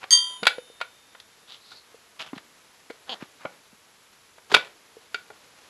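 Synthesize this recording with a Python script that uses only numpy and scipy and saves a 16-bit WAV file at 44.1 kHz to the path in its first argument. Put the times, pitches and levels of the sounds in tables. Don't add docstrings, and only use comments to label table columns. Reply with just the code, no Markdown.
import sys
import numpy as np
from scipy import signal
from scipy.fft import rfft, irfft
from scipy.io import wavfile
from scipy.ndimage import uniform_filter1d

SR = 44100
rng = np.random.default_rng(int(sys.argv[2]) if len(sys.argv) > 2 else 0)


def transcribe(u):
    v = np.clip(np.atleast_2d(u).T, -1, 1)
    q = np.round(v * 32767).astype(np.int16)
    wavfile.write(sys.argv[1], SR, q)


N = 250929

# f/Hz, level/dB, t60/s
RIM_MODES = [(1424, 5, .055), (1462, -1, .05), (1885, -14, .04), (2120, -16, .05), (2310, -8, .11),
             (2485, -10, .08), (2700, -15, .07), (2860, -16, .08), (3480, -5, .035), (3770, -10, .05),
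             (4600, -7, .03), (4850, -11, .03)]
# f/Hz, relative level/dB
CRUNCH_COLOUR = [(250, -32.5), (700, -6.5), (1100, -6), (1430, -6.5), (1800, -3.5), (2200, -2.5),
                 (2900, -5.5), (3500, -5.5), (4100, -6.5), (4700, -10), (5600, -22.5), (8000, -24.5),
                 (12000, -33)]
# t/s, slip rate f/Hz, level/dB
BEAD_SLIPS = [(3.09, 264, -21), (3.11, 254, -26.5), (3.125, 240, -21.5), (3.137, 200, -25),
              (3.144, 275, -29.5)]


def gain_of(db):
    return 10 ** (np.asarray(db) / 20)


def evened(x):
    return x / np.sqrt(np.mean(x ** 2) + 1e-20)


def read(points, hz):
    f, value = np.transpose(points)
    return np.interp(np.log(hz + 1), np.log(f + 1), value)


def add(mix, s, sound):
    part = mix[round(s * SR):][:len(sound)]
    part += sound[:len(part)]


def high_pass(x, order, hz):
    return signal.sosfilt(signal.butter(order, hz, "high", fs=SR, output="sos"), x)


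def shaped(x, points):
    hz = np.fft.rfftfreq(len(x), 1 / SR)
    return evened(irfft(rfft(x) * gain_of(read(points, hz)), len(x)))


def ring(modes, seconds, tilt_db=0, spread_db=0, rise_ms=0.15):
    hz, db, t60 = np.transpose(modes)[:, :, None]
    t = np.arange(round(seconds * SR)) / SR
    db = db + tilt_db * np.log2(hz / 2000) + spread_db * rng.standard_normal(hz.shape)
    sound = (gain_of(db - 60 * t / t60) * np.sin(2 * np.pi * hz * t)).sum(0)
    rise = np.sin(np.pi / 2 * np.minimum(1000 * t / rise_ms, 1)) ** 2
    return sound * rise


def resonate(x, hz, width_hz):
    turn = np.exp(2j * np.pi * np.cumsum(hz * np.ones(len(x))) / SR)
    r = np.exp(-np.pi * width_hz / SR)
    return 2 * (turn * signal.lfilter([1 - r], [1, -r], x / turn)).real


def hiss():
    # f/Hz, relative level/dB
    hiss_colour = [(15, -32), (25, -11), (59, -12.5), (78, -4.5), (173, -5.5), (322, -7.5), (474, -2),
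                   (540, -7.5), (859, -5.5), (928, -3.5), (1480, -4), (12000, -11.5), (15500, -41),
                   (22000, -120)]
    return gain_of(-58) * shaped(rng.standard_normal(N), hiss_colour)


def shuffle():
    # t/s, level/dB
    handling = [(0.0, -59.5), (0.43, -57), (0.65, -60.5), (0.86, -63), (3.45, -60.5), (4.23, -65),
                (5.69, -56.5)]
    # f/Hz, relative level/dB
    rustle_colour = [(60, -25), (200, -7.5), (500, -3.5), (1500, -6.5), (4000, -9), (12000, -23)]
    s, level_db = np.transpose(handling)
    clumps = evened(uniform_filter1d(uniform_filter1d(rng.standard_normal(N), 500), 500))
    level_db = np.interp(np.arange(N) / SR, s, level_db) + 1.8 * clumps
    return gain_of(level_db) * shaped(rng.standard_normal(N), rustle_colour)


def room(x):
    # f/Hz, t60/s
    decay = [(300, 0.59), (800, 0.2), (3000, 0.2), (10000, 0.17)]
    taps = np.zeros(SR // 2)
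    at = np.arange(300, len(taps) - 20, 20)
    taps[at + rng.integers(0, 20, len(at))] = rng.choice([-1., 1.], len(at))
    hz, t, bands = signal.stft(taps, SR, nperseg=256)
    bands = bands * gain_of(-60 * t / read(decay, hz)[:, None])
    tail = signal.istft(bands, SR, nperseg=256)[1]
    return signal.fftconvolve(x, tail / np.linalg.norm(tail))[:N]


def creak():
    # f/Hz, level/dB, t60/s
    bead_modes = [(740, 5, 0.0053), (1350, -8, 0.0065), (3230, 9.5, 0.005), (3620, -9, 0.0047),
                  (4510, -2, 0.0062), (6750, -19, 0.0069)]
    s, rate, level_db = np.transpose(BEAD_SLIPS)
    t = np.arange(s[0], s[-1], 1 / SR)
    slips = np.diff(np.floor(np.cumsum(np.interp(t, s, rate)) / SR), prepend=0)
    slips *= gain_of(np.interp(t, s, level_db) + rng.standard_normal(len(t)))
    return signal.fftconvolve(slips, ring(bead_modes, .03, rise_ms=1.0))


def scrape(seconds, level_db, hz, width_hz, body_db):
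    size = round(seconds * SR)
    roughness = evened(uniform_filter1d(rng.standard_normal(size), 90))
    grit = rng.standard_normal(size) * gain_of(3.5 * roughness)
    bright = evened(resonate(resonate(grit, hz, width_hz), hz, 2 * width_hz))
    bright += width_hz / 3500 * shaped(grit, CRUNCH_COLOUR)
    bright += 0.087 * evened(signal.fftconvolve(grit, ring(RIM_MODES, 0.013, tilt_db=-9.5)))[:size]
    low = evened(resonate(resonate(grit, 1200, 1600), 1100, 1810))
    u = np.linspace(0, 1, size)
    stroke = np.sin(np.pi * u ** 0.6) ** 2
    return gain_of(level_db) * (evened(bright) + gain_of(body_db) * low) * stroke


def thud(level_db, hz, fall_ms):
    ms = 1000 * np.arange(SR // 10) / SR
    cycles = ms * hz / 1000
    envelope = np.exp(-ms / max(fall_ms, .5)) * np.minimum(cycles * 3, 1)
    return gain_of(level_db) * np.sin(2 * np.pi * cycles) * envelope


def irons():
    # t/s, level/dB, brightness/(dB per octave), rise/ms
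    clinks = [(0.107, -11, 0.2, 0.45), (0.116, -9.5, 2, 3.7), (.125, -3.5, 1.5, 3.4)]
    laid_hz = [1001, 1357, 1916, 3182, 3580, 4511, 4619, 4694, 4770, 6019, 6060, 6352, 6476, 8317, 8506,
               9205, 9238, 10790, 11900, 1040, 1310, 1865, 1965]
    # level/dB, t60/s
    laid_ring = [(-38, 8.3), (-42.5, 0.92), (-26.5, 0.25), (-12.5, 0.54), (-23.5, 0.42), (-34, 0.085),
                 (-14.5, 0.3), (-6, 0.27), (-27, 0.095), (-32, 0.527), (-36.5, 0.47), (-22, 0.25),
                 (-6.5, 0.17), (-15, 0.13), (-32, 0.57), (-21, 0.27), (-30, 0.21), (-34, 0.28),
                 (-39, 0.057), (-31.5, 0.29), (-32, 0.13), (-40.5, 0.111), (-47, 1.4)]
    free_hz = [3004, 3639, 6831, 9835]
    # level/dB, t60/s
    free_ring = [(-37, 1.4), (-43.5, 3.2), (-40, 1.1), (-40.5, 1.58)]
    settles_s, settled_t60_s = 0.368, 0.19
    t, bars = np.arange(N) / SR, np.zeros(N)
    settled = gain_of(-60 * np.maximum(t - settles_s, 0) / settled_t60_s)
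    flutter = evened(resonate(rng.standard_normal(N), 36, 21))
    low_pass = signal.butter(4, 2400, fs=SR, output="sos")
    next_contacts = [row[0] for row in clinks[1:]] + [t[-1]]
    for (s, db, tilt_db, rise_ms), until in zip(clinks, next_contacts):
        laid, free = np.zeros(N), np.zeros(N)
        add(laid, s, ring(np.c_[laid_hz, laid_ring], .6, tilt_db, rise_ms=rise_ms))
        add(free, s, ring(np.c_[free_hz, free_ring], 2.2, tilt_db, rise_ms=rise_ms))
        low = signal.sosfiltfilt(low_pass, laid)
        laid = (laid - low) * gain_of(1.1 * flutter) + low * gain_of(2.0 * flutter)
        handover = np.clip(1 - (t - until) / 0.0045, 0, 1)
        bars += gain_of(db) * (laid * settled + free) * handover
    grind = rng.standard_normal(3000) * np.exp(-np.arange(3000) / 450)
    add(bars, clinks[0][0], gain_of(-26.5) * resonate(grind, 5900, 7400))
    return high_pass(bars, 2, 900)


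def knock(level_db, hard_db, ring_db):
    size = 8192
    chatter_ms = max(3.68 - 0.1 * hard_db, .5)
    u = 1000 * np.arange(size) / SR / chatter_ms
    contact = rng.standard_normal(size) * (1 - np.exp(-2.5 * u)) * np.exp(-u)
    hz = np.fft.rfftfreq(size, 1 / SR)
    octaves = np.log2((hz if hard_db < 0 else np.minimum(hz, 5000)) / 2000 + 0.041)
    colour = gain_of(read(CRUNCH_COLOUR, hz) + hard_db * octaves)
    crunch = irfft(rfft(contact) * colour, size)
    rim = ring(RIM_MODES, size / SR, hard_db, spread_db=1.0, rise_ms=1.02 * chatter_ms)
    blow = evened(crunch) + gain_of(ring_db) * evened(rim)
    fade = np.cos(np.linspace(0, np.pi / 2, size)) ** 2
    fade *= np.minimum(np.arange(size) / 16, 1)
    return gain_of(level_db) * blow / abs(blow).max() * fade


def scene():
    # t/s, length/s, level/dB, centre f/Hz, width f/Hz, low body against the bright part level/dB
    scrapes = [(0.008, 0.064, -52, 2210, 1500, 2.5), (1.471, 0.15, -46, 3540, 1130, -14),
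               (1.587, 0.33, -53.5, 4110, 804, -30), (1.71, 0.042, -47.5, 3970, 1200, -5.5),
               (1.745, 0.075, -51, 4330, 550, -29.5), (2.191, 0.052, -32, 2980, 1580, -10.5),
               (2.225, 0.11, -48, 2780, 1500, -2.5), (2.346, 0.048, -51.5, 3230, 1300, 1),
               (3.063, 0.17, -51.5, 3180, 1300, 6.5), (3.198, 0.066, -53, 2570, 1500, 8.5),
               (3.388, 0.13, -62, 2230, 1300, 10.5), (3.454, 0.18, -71.5, 2200, 1300, 12.5),
               (4.494, 0.13, -37, 3100, 2030, 2), (4.572, 0.19, -49, 2600, 2200, -5)]
    # t/s, level/dB, f/Hz, time to fall to about a third/ms
    thuds = [(0.4240, -31.5, 206, 11.3), (0.4297, -22.5, 472, 6.7), (0.4682, -36, 686, 4.9),
             (0.5825, -24, 497, 7.2), (0.6996, -39, 475, 5.7), (0.8121, -32, 730, 4.5),
             (1.944, -39.5, 470, 6.1), (2.3311, -22.5, 272, 5.5), (2.365, -29, 202, 3.4),
             (2.9002, -28, 290, 2.5), (2.904, -29, 470, 6.7), (3.2245, -19, 242, 2),
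             (3.4516, -14.5, 612, 1.85), (3.7283, -43.5, 214, 5.4), (4.5161, -36.5, 662, 2.8),
             (4.5235, -18.5, 406, 4.8), (4.5407, -17, 560, 1.5), (4.5449, -17, 434, 11),
             (4.5643, -19.5, 452, 4.7), (4.9676, -36.5, 449, 7.7), (5.144, -33.5, 422, 7.9),
             (5.3011, -42.5, 432, 14)]
    # t/s, level/dB, hardness/(dB per octave), rim ring against the crunch level/dB
    knocks = [(0.0295, -29, -5.5, -13), (0.039, -26.5, -5, -25), (0.4304, -16.5, -2, -3),
              (0.4534, -16.5, -0.5, -12), (0.468, 1.5, 1, -0.5), (0.4754, -8, 3.5, 4),
              (0.5825, -32, 0.5, 1), (0.803, -34, -2.5, -12), (0.8123, -17, -1.4, 1.5),
              (1.1485, -36, -5.5, -6), (1.2, -33, 6.5, -23), (1.718, -39.5, -3.5, 18),
              (2.3307, -30, -10.5, -13), (2.378, -30, -1, -20), (2.9002, -29.5, -4.5, -8),
              (2.9065, -39, 5, -8), (3.4517, -21.5, -10, -9), (3.4552, -27, -13.5, -11),
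              (4.3811, -41, -7.5, -13), (4.5163, -19.5, -2, -12), (4.5234, -23, 14, -16),
              (4.541, -0.5, -2, 2.5), (4.545, 3, 2, -1), (4.5648, -10.5, -3.5, -19),
              (4.583, -27, -8.5, -20), (5.144, -15.5, 0.5, 5), (5.3014, -32.5, -10.5, -4.5)]
    work, tyre = np.zeros((2, N))
    for s, *stroke in scrapes:
        add(work, s, scrape(*stroke))
    for s, *bump in thuds:
        add(tyre, s, thud(*bump))
    for s, *blow in knocks:
        add(work, s, knock(*blow))
    bars = irons()
    sent = high_pass(work + 0.19 * bars + 0.34 * tyre, 1, 450)
    near = work + tyre + bars + gain_of(-12.5) * room(sent)
    add(near, BEAD_SLIPS[0][0], creak())
    near = high_pass(near, 4, 125)
    return (near + shuffle() + hiss())[None]


def record(dry):
    notch_hz, notch_width_hz, notch_db = 8715, 476, -10.5
    edge_hz = 12150
    hz = np.fft.rfftfreq(N, 1 / SR)
    dip = gain_of(notch_db * np.exp(-((hz - notch_hz) / notch_width_hz) ** 2))
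    loud = np.clip(irfft(rfft(dry) * dip, N), -1, 1)
    band_limit = signal.firwin(511, edge_hz, window=("kaiser", 9), fs=SR)
    return signal.oaconvolve(loud, band_limit[None], "same")


dry = scene()
out = record(dry)
transcribe(out)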